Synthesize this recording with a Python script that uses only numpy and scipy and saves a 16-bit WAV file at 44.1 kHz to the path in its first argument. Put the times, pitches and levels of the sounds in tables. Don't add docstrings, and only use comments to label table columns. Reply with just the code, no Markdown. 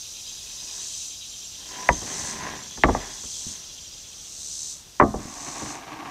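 import sys
import numpy as np
from scipy import signal
from scipy.fft import rfft, irfft, next_fast_len
from scipy.io import wavfile

SR = 44100
rng = np.random.default_rng(int(sys.argv[2]) if len(sys.argv) > 2 else 0)


def waveform_to_disk(signal):
    frames = np.transpose(np.atleast_2d(signal))
    scaled = np.clip(frames, -1, 1) * 32767
    samples = np.round(scaled).astype(np.int16)
    wavfile.write(sys.argv[1], SR, samples)


N = 269274
TIME = np.arange(N) / SR


# start in seconds, clack, board ring and joist thud levels in dB,
# contact hardness as a cutoff in Hz, place along the board from 0 to 1.
IMPACTS = [(1.8886, 6, -29, -15.5, 2600, 0.09), (1.9002, -24, -37, -36, 810, 0.04),
           (1.91, -31, -28, -42, 464, 0.31), (2.016, -40, -46, -36.5, 1140, .2),
           (2.45, -33, -49, -43, 2000, .2), (2.773, -30, -56, -34, 1500, .2),
           (2.8356, 8, -15.5, -7, 3930, 0.13), (2.8834, -17, -22.5, -19, 1110, .33),
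           (2.8933, -3, -51, -36, 930, .06), (2.9477, -2.5, -26.5, -45, 1024, .27),
           (3.234, -40, -72, -37, 1440, .2), (3.463, -32, -33.5, -51.5, 233, 0),
           (4.998, 3, -18, -34, 1300, 0.05), (5.001, 2.5, -11.5, -15, 1830, .08),
           (5.01, 7, -16, -22, 1170, 0.25), (5.015, 8, -14, -42, 590, 0.1),
           (5.023, -8, -14.5, -26, 1450, .06), (5.139, -31, -29, -24.5, 800, 0.04),
           (5.251, -33, -36, -49, 320, 0), (5.616, -40, -31.5, -36.5, 420, .2)]
# frequency in Hz, bandwidth in Hz, gain in dB.
CLACK_RESONANCES = [(657, 252, 1.5), (894, 313, 4.5), (1360, 250, -4), (1783, 472, 4.5), (1950, 493, 4),
                    (2600, 220, -9)]
# frequency in Hz, level in dB, 60 dB decay time in seconds.
BOARD_MODES = [(208.2, -10, 0.45), (249, -5.5, 0.21), (288, -20, 0.099), (306, -9, 0.2), (350, -7, 0.13),
               (383.5, -6.5, 0.13), (407, -9, 0.053), (530, -9, 0.087), (565, -12, .16), (614, -3, 0.15),
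               (680, -6.5, 0.18), (748.5, -1.5, 0.15), (829, -6, 0.1515), (960, -5.5, 0.077),
               (1042, -17, 0.066), (1059, -4.5, .12), (1148, 6.5, 0.084), (1242, -19.5, .12),
               (1224, -9, 0.15), (1550, -14, 0.073), (1624, -7.5, 0.043), (1765, -4.5, 0.0526),
               (2000, -14, 0.043), (2140, -27, 0.028)]
TIP_MODES = [(962, -3, 0.078), (1180, -9, 0.034), (1793, -14, 0.057), (2000, -16, 0.068)]
JOIST_MODES = [(43.4, -13, 0.43), (60.3, 3, 0.14), (82, -27, 0.21), (107, -27, 0.12), (129.7, -9, 0.11),
               (150, -2, 0.09), (182, -10.5, 0.21), (240, 0, 0.12)]

def knocks(thud_rise_s=0.015, snap_db=-25, overhang_db=21.5, overhang_until_s=1.95):
    t = np.arange(SR // 3) / SR
    out = np.zeros(N + len(t))
    clack = resonate(1.0 * (t == 0), CLACK_RESONANCES)
    clack /= np.abs(clack).max()
    bending = ring(BOARD_MODES, t)
    tip = ring(TIP_MODES, t).sum(axis=0)
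    polarity = (-1) ** np.arange(len(JOIST_MODES))
    thud = polarity @ ring(JOIST_MODES, t) * (1 - np.exp(-(t / thud_rise_s) ** 2))
    for (start, clack_db, ring_db, thud_db, hard_hz, place), loose in zip(IMPACTS, rattle(t)):
        shape = np.cos(np.pi * place * np.arange(len(BOARD_MODES)))
        coupling = np.sign(shape) * np.abs(shape) ** 0.19
        board = from_db(clack_db) * clack + from_db(ring_db) * coupling @ bending
        rattle_db = -2 + 0.79 * (ring_db + thud_db) / 2
        board = cut(board + from_db(rattle_db) * loose, hard_hz, order=3)
        tip_db = -28.5 + 0.7 * clack_db + overhang_db * (start < overhang_until_s)
        board += from_db(tip_db) * tip
        snap = from_db(clack_db + snap_db) * rng.standard_normal(len(t)) * np.exp(-t / 0.001)
        at = int(start * SR)
        out[at:at + len(t)] += disperse(board) + cut(snap, 0.94 * hard_hz) + from_db(thud_db) * thud
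    return out[:N]


def disperse(x, corner_hz=800, stages=10):
    a = np.exp(-2 * np.pi * corner_hz / SR)
    return signal.sosfilt([[a, -1, 0, 1, -a, 0]] * stages, x)


# octave centre in Hz, level in dB, 60 dB decay time in seconds.
RATTLE_BANDS = [(84.5, -13, 0.4), (186, -10, 0.25), (327, -1.5, 0.15), (706, 0.5, 0.073), (1440, 3, 0.049),
                (2900, -12, 0.054), (5760, -25.5, .03)]

def rattle(t, rise_s=0.0021):
    out = 0
    for hz, db, t60 in RATTLE_BANDS:
        octave = signal.butter(2, [hz / np.sqrt(2), hz * np.sqrt(2)], "band", fs=SR, output="sos")
        grains = rms_one(signal.sosfilt(octave, rng.standard_normal((len(IMPACTS), len(t)))))
        out = out + grains * from_db(db) * np.exp(-np.log(1000) * t / t60)
    return out * (1 - np.exp(-t / rise_s))


# start, crest and stop in seconds, level in dB.
TIP_STROKES = [(.1, .79, .81, -53), (1.61, 1.77, 1.86, -41.5), (1.97, 2.1, 2.52, -40),
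               (2.36, 2.445, 2.455, -35), (2.86, 2.97, 3.03, -39.5), (3.3, 3.53, 3.57, -53.5)]
CHATTER_STROKES = [(1.64, 1.77, 1.86, -45), (2.25, 2.44, 2.46, -38.5)]
GRUMBLE_STROKES = [(2.02, 2.2, 2.2, -43)]
# time in seconds, level in dB.
PUSH_LEVELS = [(5.05, -89), (5.19, -46.5), (5.32, -42.5), (5.63, -38), (5.72, -40), (6.0, -37),
               (6.11, -36.5)]
# frequency in Hz, bandwidth in Hz, relative gain in dB.
TIP_RESONANCES = [(178, 140, -4), (320, 53, -3), (388, 19, 0), (745, 390, -5), (1052, 93, 0.5),
                  (1190, 170, -10), (1700, 190, -4.5), (1965, 150, -3), (2420, 1200, -12)]
CHATTER_RESONANCES = [(1009, 13, -4), (855, 91, -20.5)]
GRUMBLE_RESONANCES = [(70, 24, 3), (180.4, 76, 0)]
FLAT_RESONANCES = [(129.7, 24, -3), (303, 47, 2.5), (717, 155, -1), (845, 116, -1), (920, 33, 3),
                   (1120, 91, 1.5), (1600, 190, -7), (2130, 1060, -11)]

def sliding_board():
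    draw = scrape(TIP_RESONANCES, catches_per_s=2600, spread_db=1.5, judder_db=1.0)
    draw *= swells(TIP_STROKES, rise_db=14.5, fall_db_per_s=82.5)
    push = scrape(FLAT_RESONANCES, catches_per_s=3300, spread_db=2.0, judder_db=-1.9)
    push *= from_db(np.interp(TIME, *np.transpose(PUSH_LEVELS)))
    chatter = scrape(CHATTER_RESONANCES, catches_per_s=3000, spread_db=1.5, judder_db=1.5)
    chatter *= swells(CHATTER_STROKES, rise_db=22, fall_db_per_s=170)
    grumble = scrape(GRUMBLE_RESONANCES, catches_per_s=910, spread_db=-0.5, judder_db=2.5)
    grumble *= swells(GRUMBLE_STROKES, rise_db=29, fall_db_per_s=17)
    return draw + push + chatter + grumble


def scrape(resonances, catches_per_s, spread_db, judder_db):
    catches = (rng.random(N) < catches_per_s / SR) * rng.standard_normal(N)
    catches *= from_db(abs(spread_db) * rng.standard_normal(N))
    wood = rms_one(cut(resonate(catches, resonances), 6200))
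    return wood * from_db(judder_db * drift(60))


# start, crest and stop in seconds, level in dB.
SONG_SWELLS = [(0.42, .84, 1.06, -36.3), (1.785, 2.17, 2.31, -33.3), (2.93, 3.34, 3.52, -36),
               (4.1, 4.52, 4.715, -34.3), (5.02, 5.45, 5.72, -38)]
# frequency in Hz, bandwidth in Hz, relative gain in dB.
CICADA_BODY = [(4000, 720, -11), (5330, 530, -6.5), (6120, 400, 0.5), (7130, 510, -5), (7720, 260, -4.5),
               (8680, 620, -7.5)]
# frequency in Hz, relative spectral density in dB.
RASP_SPECTRUM = [(2300, -24), (2750, -10), (3400, -3), (4500, 6), (6000, -12.5), (8000, 7.5), (9500, -2.5),
                 (12000, -6.5), (15700, -20.5)]

def near_cicada(slow_hz=71, fast_hz=77, click_s=0.0025, second_click=0.17, noise_floor=0.82, rasp_db=-13):
    effort = sum(np.clip((TIME - start) / (stop - start), 0, 1) * (TIME < stop)
                 for start, _, stop, _ in SONG_SWELLS)
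    rate = slow_hz + (fast_hz - slow_hz) * effort + 0.76 * drift(20)
    cycle = np.cumsum(rate) / SR
    first_tymbal = np.exp(-(cycle % 1) / rate / click_s)
    second_tymbal = second_click * np.exp(-((cycle + 0.5) % 1) / rate / click_s)
    drive = first_tymbal + second_tymbal + noise_floor
    song = resonate(rng.standard_normal(N) * drive, CICADA_BODY)
    song = rms_one(cut(cut(song, 8320, order=8), 3000, "high", order=4))
    song *= swells(SONG_SWELLS, rise_db=14.5, fall_db_per_s=169)
    rasp = from_db(rasp_db) * rms_one(noise(RASP_SPECTRUM) * drive)
    return song + rasp * swells(SONG_SWELLS, rise_db=9.5, fall_db_per_s=109)


# frequency in Hz, relative spectral density in dB.
LOW_BUZZ = [(1900, -37), (2300, -17.5), (2550, -11.5), (2800, -7), (3250, -10.5), (3550, -3.5),
            (3800, -4.5), (4300, -6), (5000, -35), (6500, -48)]
HIGH_BUZZ = [(3500, -20), (4400, -9.5), (5000, -6.5), (5350, -6.5), (5850, -0.5), (6300, -5.5), (6750, -5),
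             (7250, -11.5), (8000, -16.5), (9000, -20), (11000, -43)]
INSECT_HISS = [(6000, -10), (8000, 2.5), (9500, -1.5), (10400, -4.5), (12000, -4), (13500, -10.5),
               (15700, -15.5)]

def chorus(low_throb_db=2.0, high_throb_db=-1.5, flicker_db=-0.28):
    low_db = fading(db=-48, sag_db_per_s=0.57, start_s=3.79, length_s=1.7, fade_db=10)
    high_db = fading(db=-41.5, sag_db_per_s=0.61, start_s=3.8, length_s=0.9, fade_db=8.5)
    hiss_db = fading(db=-51.5, sag_db_per_s=1.6, start_s=3.6, length_s=0.92, fade_db=10)
    throb = throbbing()
    low = noise(LOW_BUZZ) + shrill_voices(throb)
    low *= from_db(low_db + low_throb_db * throb + flicker_db * drift(150))
    high = noise(HIGH_BUZZ)
    high *= from_db(high_db + high_throb_db * throb + 0.49 * drift(25) + flicker_db * drift(300))
    return low + high + noise(INSECT_HISS) * from_db(hiss_db + 0.7 * drift(400))


# first crest and end in seconds, first and last rate in throbs per second.
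THROBS = [(.061, 3.05, 9.03, 10.65), (3.111, 4.3, 12.86, 15.05)]

def throbbing():
    out = 0
    for first, end, first_rate, last_rate in THROBS:
        t = TIME - first
        beat = first_rate * t + (last_rate - first_rate) * t ** 2 / (2 * (end - first))
        crests = np.pi * np.abs(np.cos(np.pi * beat)) - 2
        out = out + crests * (beat > -0.5) * (TIME < end)
    return out


# frequency and bandwidth in Hz, level in dB against the low buzz,
# time of greatest strength and spread about it in seconds.
SHRILL_NOTES = [(2550, 90, -10.5, 0.67, 0.81), (3174, 87, -1.5, 2.6, 2.4), (3354, 67, 3.5, 3.1, 0.36),
                (3390, 66, 3.5, 0.38, 0.081), (3400, 35, -3.5, 3.1, 1.8), (3880, 130, 2, 0.57, 0.78),
                (4945, 90, -0.5, 0.82, 9.6), (5700, 93, 1.5, 1.6, 4.0), (6000, 55, -1.5, 1.8, 2.2),
                (6310, 130, 7, 2.1, 1.9), (7300, 160, 2, 2.2, 2.62), (9400, 80, -12, .3, 1.05)]

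def shrill_voices(throb, wander_db=3.6, offbeat_above_hz=4400, offbeat_db=1.0):
    out = 0
    for hz, width, db, strongest, spread in SHRILL_NOTES:
        rasp = drift(2 * width) * np.cos(2 * np.pi * hz * TIME + drift(width))
        presence = np.exp(-0.5 * ((TIME - strongest) / spread) ** 2)
        dip_db = offbeat_db * np.maximum(throb, -1) * (hz > offbeat_above_hz)
        out = out + rasp * presence * from_db(db + wander_db * drift(9.9) - dip_db)
    return out


def forest_echo(x, t60=0.7, build_s=0.075):
    t = np.arange(SR) / SR
    envelope = np.exp(-np.log(1000) * t / t60) * (1 - np.exp(-t / build_s))
    echo = cut(rng.standard_normal(SR), 2600) * envelope
    return signal.fftconvolve(x, echo / np.sqrt(np.sum(echo ** 2)))[:N]


# frequency in Hz, relative spectral density in dB.
AIR_SPECTRUM = [(20, -6), (45, 1), (80, -0.5), (160, -7), (350, -11.5), (800, -15), (1600, -18),
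                (3000, -18.5), (15000, -25)]
STEREO_NOISE_SPECTRUM = [(20, 14), (200, 10.5), (1000, 4), (3000, -10), (15000, -7)]

def background(air_db=-53.5, stereo_noise_db=-67.5):
    air = noise(AIR_SPECTRUM) * from_db(air_db + 0.47 * drift(1.4))
    stereo_noise = np.stack([noise(STEREO_NOISE_SPECTRUM), noise(STEREO_NOISE_SPECTRUM)])
    return air + from_db(stereo_noise_db) * stereo_noise


def ring(modes, t):
    hz, db, t60 = np.transpose(modes)
    decay = np.exp(-np.log(1000) * np.outer(1 / t60, t))
    return from_db(db)[:, None] * np.sin(2 * np.pi * np.outer(hz, t)) * decay


def resonate(x, resonances):
    out = 0
    for k, (hz, width, db) in enumerate(resonances):
        r = np.exp(-np.pi * width / SR)
        poles = [1, -2 * r * np.cos(2 * np.pi * hz / SR), r * r]
        gain = (-1) ** k * from_db(db) * (1 - r * r) / 2
        out = out + gain * signal.lfilter([1, 0, -1], poles, x + 1e-18)
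    return out


def swells(rows, rise_db, fall_db_per_s):
    power = 0
    for start, crest, stop, db in rows:
        climb = np.minimum((TIME - start) / (crest - start), 1)
        fall_db = fall_db_per_s * np.maximum(TIME - stop, 0)
        power = power + from_db(db - rise_db * (1 - climb) - fall_db) ** 2
    return np.sqrt(power)


def fading(db, sag_db_per_s, start_s, length_s, fade_db):
    return db - sag_db_per_s * TIME - fade_db * np.clip((TIME - start_s) / length_s, 0, 1)


def noise(spectrum):
    hz, db = np.transpose(spectrum)
    length = next_fast_len(N)
    log_f = np.log(np.fft.rfftfreq(length, 1 / SR) + 1)
    gain = from_db(np.interp(log_f, np.log(hz), db, left=-90, right=-90))
    return rms_one(irfft(rfft(rng.standard_normal(length)) * gain, length)[:N])


def drift(per_s):
    knots = rng.standard_normal(4000)
    return np.interp(TIME * per_s, np.arange(len(knots)), knots)


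def cut(x, hz, kind="low", order=2):
    return signal.sosfilt(signal.butter(order, min(hz, SR / 2 - 1), kind, fs=SR, output="sos"), x)


def from_db(db):
    return 10 ** (np.asarray(db) / 20)


def rms_one(x):
    return x / np.sqrt(np.mean(x ** 2) + 1e-20)


def scene(echo_db=-38.5):
    wood = knocks() + sliding_board()
    return wood + from_db(echo_db) * forest_echo(wood) + near_cicada() + chorus() + background()


def record(dry, limit_db=-1.0, release_db_per_s=90, lookahead_s=0.001, cutoff_hz=15750):
    peak_db = 20 * np.log10(np.abs(dry).max(axis=0) + 1e-9)
    over_db = np.maximum(peak_db - limit_db, 0)
    held_db = np.maximum.accumulate(over_db + release_db_per_s * TIME) - release_db_per_s * TIME
    duck_db = np.interp(TIME + lookahead_s, TIME, cut(held_db, 200, order=1))
    limited = np.clip(dry * from_db(-duck_db), -1, 1)
    return signal.sosfilt(signal.ellip(10, 0.1, 80, cutoff_hz, fs=SR, output="sos"), limited)


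dry = scene()
out = record(dry)
waveform_to_disk(out)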